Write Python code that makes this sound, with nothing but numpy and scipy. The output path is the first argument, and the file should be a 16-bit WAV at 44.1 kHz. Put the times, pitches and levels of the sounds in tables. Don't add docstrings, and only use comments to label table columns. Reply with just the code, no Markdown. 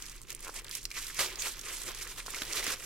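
import sys
import numpy as np
from scipy import signal
from scipy.fft import rfft, irfft, next_fast_len
from scipy.io import wavfile

SR = 44100
rng = np.random.default_rng(int(sys.argv[2]) if len(sys.argv) > 2 else 0)


def waveform_to_disk(signal):
    frames = np.transpose(np.atleast_2d(signal))
    scaled = np.clip(frames, -1, 1) * 32767
    samples = np.round(scaled).astype(np.int16)
    wavfile.write(sys.argv[1], SR, samples)


N = 125685
TIME = np.arange(N) / SR

# (frequency [Hz], relative density [dB per Hz])
AIR_SPECTRUM = [(18, -5.5), (29, -5), (40, 1), (52, -22.5), (70, -11.5), (90, -23.5), (115, -16),
                (170, -23), (370, -19.5), (650, -37), (2000, -42), (16000, -51)]
AIR_DB, AIR_SIDE_DB = -54, -7
HUM_HZ, HUM_DB = 118.5, -69.5
DRONE_HZ, DRONE_DB = 29.3, -55

# (time [s], treble level [dB], middle level [dB])
RUSTLE = [(0, -51, -51), (0.11, -50, -51), (0.186, -51.5, -55), (0.21, -61, -54.5), (0.266, -61, -57.5),
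          (0.307, -42, -49), (0.339, -64, -51), (0.385, -61, -55), (0.439, -44, -46.5), (0.468, -50, -54.5),
          (0.538, -52.5, -52), (0.56, -41.5, -46), (0.596, -40.5, -42), (0.615, -62, -52.5),
          (0.692, -59.5, -50), (0.735, -39, -56.5), (0.759, -40, -49.5), (0.81, -52.5, -54),
          (0.884, -63, -60), (0.936, -48.5, -51), (0.977, -34.5, -36), (1.004, -42, -48), (1.1, -41.0, -46),
          (1.126, -47, -51), (1.182, -40.5, -43.5), (1.195, -28.5, -30), (1.238, -32, -36.5),
          (1.266, -38.5, -40), (1.341, -51.5, -47.5), (1.381, -58.5, -46), (1.419, -39, -41),
          (1.48, -36.5, -38.5), (1.521, -42.5, -50.5), (1.572, -52.5, -48), (1.631, -47.5, -50.5),
          (1.695, -40, -40), (1.75, -42, -48.5), (1.846, -45.5, -47), (1.884, -38.5, -40),
          (1.934, -53, -46.5), (1.97, -44, -49), (2.03, -40, -46), (2.06, -49, -47.5), (2.113, -41.5, -46),
          (2.151, -49.5, -51.5), (2.194, -41.5, -39), (2.219, -51.5, -52.5), (2.254, -51.5, -51),
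          (2.3, -43.5, -45.5), (2.41, -44, -44), (2.445, -45.5, -44.5), (2.499, -44, -42.5),
          (2.542, -41, -41.5), (2.559, -33, -35), (2.591, -34, -34), (2.615, -39, -38.5), (2.671, -36, -39),
          (2.735, -37.5, -35.5), (2.757, -47.5, -47.5), (2.85, -43.5, -49)]
# (time [s], level [dB])
FULLNESS = [(0,-10.5),(.3,-2.5),(.55,2),(.75,-3.5),(1.15,-6),(1.2,4),(1.35,1),(1.55,-4),(1.9,2),(2.0,-2.2),(2.3,-1),(2.85,2)]
# (frequency [Hz], relative density [dB per Hz])
TREBLE_SPECTRUM = [(900, -69), (1800, -4.5), (2500, -3.5), (3600, -2), (5500, 0.5), (7500, 0.5),
                   (10000, -3.5), (12500, -3.5), (14000, -10.5), (16000, -17)]
# (frequency [Hz], relative density [dB per Hz])
MIDDLE_SPECTRUM = [(500,-37),(800,-9),(1100,1),(1600,2),(2200,3.5),(3200,1),(6000,-15.5)]
# (frequency [Hz], relative density [dB per Hz])
BODY_SPECTRUM = [(90,-5.5),(170,-11),(270,-6.5),(380,4),(560,1),(760,-5),(1100,-2.5),(2000,-15)]
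TREBLE_TRIM_DB, MIDDLE_TRIM_DB, BODY_TRIM_DB = -1, -4, -10.5
TREBLE_GRAIN, MIDDLE_GRAIN = 0.47, 0.74
BUCKLE_SPREAD_DB = 3
BUCKLES_PER_S, BUCKLES_AT_DB, BUCKLES_FOLLOW = 2200, -44.5, 1.3

FINE, SMALL, BROAD, WIDE = 8400, 6360, 4770, 3460
# (time [s], energy [dB], click centre [Hz])
SNAPS = [(.023,-11,SMALL),(.057,-20,SMALL),(0.064,-17.5,BROAD),(0.0855,-22,BROAD),(0.097,-17,SMALL),(0.118,-20,SMALL),(.1617,-24,FINE),(0.1655,-28,SMALL),(.18,-26,BROAD),
         (.2164,-19,FINE),(0.227,-27,FINE),(0.2334,-24.5,SMALL),(.2705,-29,SMALL),(0.3034,-10.5,SMALL),(.3188,-16.5,SMALL),(0.327,-15,FINE),(0.349,-11.5,FINE),(.366,-25,SMALL),
         (0.393,-23,SMALL),(.4052,-18.5,FINE),(.427,-20,SMALL),(0.4467,-17,SMALL),(0.481,-17,SMALL),(0.5423,-17.5,FINE),
         (0.645,-18,FINE),(0.647,-19.5,WIDE),(.667,-21,BROAD),(.682,-18,WIDE),(0.694,-16.5,FINE),(.712,-10,BROAD),(0.7516,-5.5,SMALL),(0.775,-23,BROAD),
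         (0.816,-23,SMALL),(.83,-18,SMALL),(0.8412,-20,FINE),(0.8534,-4,BROAD),(.904,-18,BROAD),(.915,-12.5,BROAD),(1.0683,-11.5,BROAD),(1.145,-16,FINE),
         (1.327,-20,BROAD),(1.3571,-12,BROAD),(1.394,-24,BROAD),(1.404,-16,SMALL),(1.421,-5,BROAD),(1.4679,-12,BROAD),(1.482,-11,SMALL),(1.5693,-22,SMALL),(1.593,-13,SMALL),(1.6125,-14,SMALL),
         (1.834,-12.5,SMALL),(1.8784,-13.5,BROAD),(1.9165,-16,BROAD),(1.948,-13.5,SMALL),(1.9865,-18,SMALL),(2.0745,-15.5,SMALL),(2.0822,-25,BROAD),
         (2.162,-24,BROAD),(2.201,-16,WIDE),(2.263,-14,SMALL),(2.268,-13.5,BROAD),(2.305,-12,FINE),(2.346,-11,BROAD),(2.42,-7,WIDE),(2.433,-11.5,WIDE),(2.452,-16,BROAD),
         (2.556,-15,BROAD),(2.587,-19,BROAD),(2.594,-7,WIDE),(2.6275,-22,BROAD),(2.6416,-7.5,FINE),(2.6668,-5.5,BROAD)]
SNAP_TRIM_DB, SNAP_WIDTH = -3.5, 0.4
SHIVER_DB, SHIVER_T60_S = 6.5, 0.025
SHIVER_FOLLOWS = 0.4

# (time [s], level [dB], slack low mode relative to it [dB])
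SLIPS = [(.4595,-43,-11),(.469,-38,-12),(0.4782,-45,0),(.4802,-40.5,-6),(0.485,-42,-1),(0.488,-45,-8),(.4915,-41,1.5),(.494,-33.5,-14),(2.2817,-33,-12)]
# (frequency [Hz], relative level [dB], t60 [s])
SLIP_MODES = [(1080, 0, .013), (1370, 1, .014)]
SLIP_LOW_HZ, SLIP_LOW_T60_S, SLIP_SOFT_HZ = 537, 0.014, 1900

# (time [s], level [dB], centre [Hz])
FOLDS = [(0.913,-39,2290),(.978,-34,2010),(1.099,-38,1850),(1.192,-26.5,1950),(2.201,-36,2240),(2.338,-36,1260),(2.3447,-33.5,2190),(2.627,-37,1940),(2.666,-32,2090)]
FOLD_ATTACK_S, FOLD_T60_S, FOLD_WIDTH_HZ = 0.00029, 0.042, 320
FOLD_TONE_DB = -10

# (time [s], length [s], level [dB], centre [Hz])
RIPS = [(1.191,.016,-29,5040),(2.526,.009,-31.5,4970),(2.57,.026,-33.5,3560),(2.677,.009,-39,3300),(2.716,.022,-38,2840)]
RIP_BREAKS_PER_S, RIP_BREAK_T60_S = 420, 0.0027
RIP_JITTER, RIP_WIDTH = .3, 0.87

# (time [s], level [dB], thump relative to it [dB])
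FLAPS = [(1.192,-30,-3.5),(1.4705,-37.5,-9),(2.262,-41,-10),(2.4195,-29,-4),(2.667,-35.5,-6),(2.679,-33,-5)]
FLAP_T60_S, FLAP_LOW_HZ, FLAP_HIGH_HZ, FLAP_POP_DB = 0.022, 190, 2000, 18.5
THUMP_HZ, THUMP_T60_S = 310, .02

SQUEAK_S, SQUEAK_WIDTH_S, SQUEAK_HZ, SQUEAK_BAND_HZ, SQUEAK_DB = 1.403, .011, 6700, 750, -36

# (delay [s], level [dB])
REFLECTIONS = [(.0025, -38), (.003, -28), (.0093, -49)]
ROOM_T60_S, ROOM_DB = 0.14, -18.5
# (frequency [Hz], left-right correlation [0 to 1])
LIKENESS = [(100, 0.77), (400, 1), (1000, 0.92), (2000, 0.84), (4000, 0.73), (8000, 0.095), (15000, 0.73)]
# (frequency [Hz], level [dB])
BALANCE = [(200, -0.5), (1000, -0.8), (2500, -2), (5000, -4), (9000, -3.5), (13000, -6.5)]
LEFT_LAG_S = .000028
CUTOFF_HZ = 16100


def from_db(db):
    return 10 ** (np.asarray(db) / 20)


def rms_one(x):
    return x / np.sqrt(np.mean(x ** 2) + 1e-20)


def at_hz(points, hz):
    f, v = np.transpose(points)
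    return np.interp(np.log(hz + 1), np.log(f), v)


def shaped(x, gain):
    size = next_fast_len(N + 8192)
    return irfft(rfft(x, size) * gain(np.fft.rfftfreq(size, 1 / SR)), size)[..., :N]


def drift(rate_hz):
    return rms_one(shaped(rng.standard_normal(N), lambda f: 1 / (1 + (f / rate_hz) ** 2)))


def resonance(x, hz, width_hz):
    r = np.exp(-np.pi * width_hz / SR)
    return signal.lfilter([1, 0, -1], [1, -2 * r * np.cos(2 * np.pi * hz / SR), r * r], x + 1e-18)


def add(out, s, sound):
    i = max(0, int(s * SR))
    out[..., i:i + sound.shape[-1]] += sound[..., :N - i]


def spread(pair):
    alike = lambda f: np.clip(at_hz(LIKENESS, f), 0, 1)
    common = shaped(pair[0], lambda f: np.sqrt(1 + alike(f)))
    difference = shaped(pair[1], lambda f: np.sqrt(1 - alike(f)))
    return common + difference * [[1], [-1]]


def background():
    common = rng.standard_normal(N)
    side = from_db(AIR_SIDE_DB) * rng.standard_normal(N) * np.array([[1], [-1]])
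    air = rms_one(shaped(common + side, lambda f: from_db(at_hz(AIR_SPECTRUM, f))))
    hum = from_db(HUM_DB + 3 * drift(6)) * np.sin(2 * np.pi * HUM_HZ * TIME + .7 * drift(9))
    drone = from_db(DRONE_DB + 0.6 * drift(5.5)) * np.sin(2 * np.pi * DRONE_HZ * TIME + drift(6.0))
    return from_db(AIR_DB) * air + np.sqrt(2) * (hum + drone)


def film(spectrum, grain, rate, patchy_db):
    born = rng.random(N) < rate / SR
    size_db = BUCKLE_SPREAD_DB * np.minimum(rng.exponential(1, N), 4)
    sizes = born * from_db(size_db) / np.sqrt(rate)
    grain, out = np.clip(grain, 0, 1), 0
    edges = np.geomspace(80, 17000, 13)
    for band in zip(edges, edges[1:]):
        buckles = rms_one(sizes * rng.standard_normal((2, N)))
        friction = rng.standard_normal((2, N))
        drive = np.sqrt(grain) * buckles + np.sqrt(1 - grain) * friction
        band_pass = signal.butter(2, band, "band", fs=SR, output="sos")
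        out = out + signal.sosfilt(band_pass, drive) * from_db(patchy_db * drift(23))
    return rms_one(shaped(spread(out), lambda f: from_db(at_hz(spectrum, f))))


def rustle(clump_db=1.5):
    s, *levels = np.transpose(RUSTLE)
    treble, middle = [np.interp(TIME, s, level) for level in levels]
    body = middle + np.interp(TIME, *np.transpose(FULLNESS))
    rate = BUCKLES_PER_S * from_db(BUCKLES_FOLLOW * (treble - BUCKLES_AT_DB))
    rate = np.minimum(rate, SR / 2)
    bright = from_db(treble + TREBLE_TRIM_DB) * film(TREBLE_SPECTRUM, TREBLE_GRAIN, rate, patchy_db=2.38)
    dull = from_db(middle + MIDDLE_TRIM_DB) * film(MIDDLE_SPECTRUM, MIDDLE_GRAIN, rate, patchy_db=2.9)
    low = from_db(body + BODY_TRIM_DB) * film(BODY_SPECTRUM, MIDDLE_GRAIN, rate, patchy_db=2.5)
    return from_db(clump_db * drift(50)) * (bright + dull + low)


def snaps():
    out, t = np.zeros((2, N)), TIME[:SR // 30]
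    times, treble, _ = np.transpose(RUSTLE)
    for s, db, hz in SNAPS:
        width_hz = SNAP_WIDTH * hz
        click = resonance(resonance(1.0 * (t == 0), hz, width_hz), hz, width_hz)
        fading = rng.standard_normal((2, len(t))) * from_db(-60 * t / SHIVER_T60_S)
        shiver = resonance(fading, hz, 0.84 * hz)
        busy_db = np.interp(s, times, treble) - BUCKLES_AT_DB
        share = from_db(SHIVER_DB + SHIVER_FOLLOWS * busy_db)
        snap = rms_one(rms_one(click) + share * rms_one(shiver)) / np.sqrt(len(t))
        add(out, s, from_db(db + SNAP_TRIM_DB) * snap)
    return out


def slips():
    out, t = np.zeros(N), TIME[:SR // 30]
    mode = lambda hz, db, t60: from_db(db - 60 * t / t60) * np.sin(2 * np.pi * hz * t)
    pluck = sum(mode(*row) for row in SLIP_MODES)
    for s, db, low_db in SLIPS:
        add(out, s, from_db(db) * (pluck + mode(SLIP_LOW_HZ, low_db, SLIP_LOW_T60_S)))
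    soften = signal.butter(2, [400, SLIP_SOFT_HZ], "band", fs=SR, output="sos")
    return signal.sosfilt(soften, out + 1e-18)


def folds():
    out, t = np.zeros(N), TIME[:SR // 15]
    shape = (1 - np.exp(-t / FOLD_ATTACK_S)) * from_db(-60 * t / FOLD_T60_S)
    for s, db, hz in FOLDS:
        flutter = rms_one(resonance(rng.standard_normal(len(t)), hz, FOLD_WIDTH_HZ))
        tone = from_db(FOLD_TONE_DB) * np.sin(2 * np.pi * hz * t)
        add(out, s, from_db(db) * shape * rms_one(flutter + tone))
    return out


def rips(uneven_db=1.5):
    out, t = np.zeros((2, N)), TIME[:SR // 100]
    for s, length, db, hz in RIPS:
        for k, (late, strength) in enumerate(rng.standard_normal((20, 2))):
            crack = resonance(rng.standard_normal((2, len(t))), hz, RIP_WIDTH * hz)
            if k < length * RIP_BREAKS_PER_S:
                fade = from_db(db + uneven_db * strength - 60 * t / RIP_BREAK_T60_S)
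                start = s + (k + RIP_JITTER * late) / RIP_BREAKS_PER_S
                add(out, start, fade * rms_one(crack))
    return spread(out) * np.sqrt(2)


def flaps():
    out, thumps, t = np.zeros(N), np.zeros(N), TIME[:SR // 15]
    for s, db, thump_db in FLAPS:
        pop = from_db(FLAP_POP_DB) * (t == 0)
        flutter = rng.standard_normal(len(t)) * from_db(-60 * t / FLAP_T60_S)
        add(out, s, from_db(db) * (pop + flutter))
        thump_fade = from_db(db + thump_db - 60 * t / THUMP_T60_S)
        add(thumps, s, thump_fade * np.sin(2 * np.pi * THUMP_HZ * t))
    band = signal.butter(1, [FLAP_LOW_HZ, FLAP_HIGH_HZ], "band", fs=SR, output="sos")
    return signal.sosfilt(band, out + 1e-18) * np.sqrt(SR / (np.pi * FLAP_HIGH_HZ)) + thumps


def squeak():
    swell = np.exp(-.5 * ((TIME - SQUEAK_S) / SQUEAK_WIDTH_S) ** 2)
    singing = rms_one(resonance(rng.standard_normal((2, N)), SQUEAK_HZ, SQUEAK_BAND_HZ))
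    return from_db(SQUEAK_DB) * swell * singing


def room(x):
    t = TIME[:SR // 3]
    tail = rng.standard_normal((2, len(t))) * from_db(-60 * t / ROOM_T60_S) * (t > .004)
    tail = signal.lfilter([1], [1, -.45], tail)
    tail = rms_one(tail) / np.sqrt(len(t))
    near = sum(from_db(db) * np.pad(x, ((0, 0), (int(s * SR), 0)))[:, :N] for s, db in REFLECTIONS)
    return x + near + from_db(ROOM_DB) * signal.fftconvolve(x, tail, axes=1)[:, :N]


def scene():
    bag = rustle() + snaps() + rips() + rips() + folds() + slips() + flaps() + squeak()
    left, right = room(bag)
    lag = lambda f: np.exp(-2j * np.pi * f * LEFT_LAG_S)
    left = shaped(left, lambda f: from_db(at_hz(BALANCE, f) / 2) * lag(f))
    right = shaped(right, lambda f: from_db(-at_hz(BALANCE, f) / 2))
    return np.array([left, right]) + background()


def record(dry):
    return signal.sosfilt(signal.ellip(10, .1, 80, CUTOFF_HZ, fs=SR, output="sos"), dry)


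dry = scene()
out = record(dry)
waveform_to_disk(out)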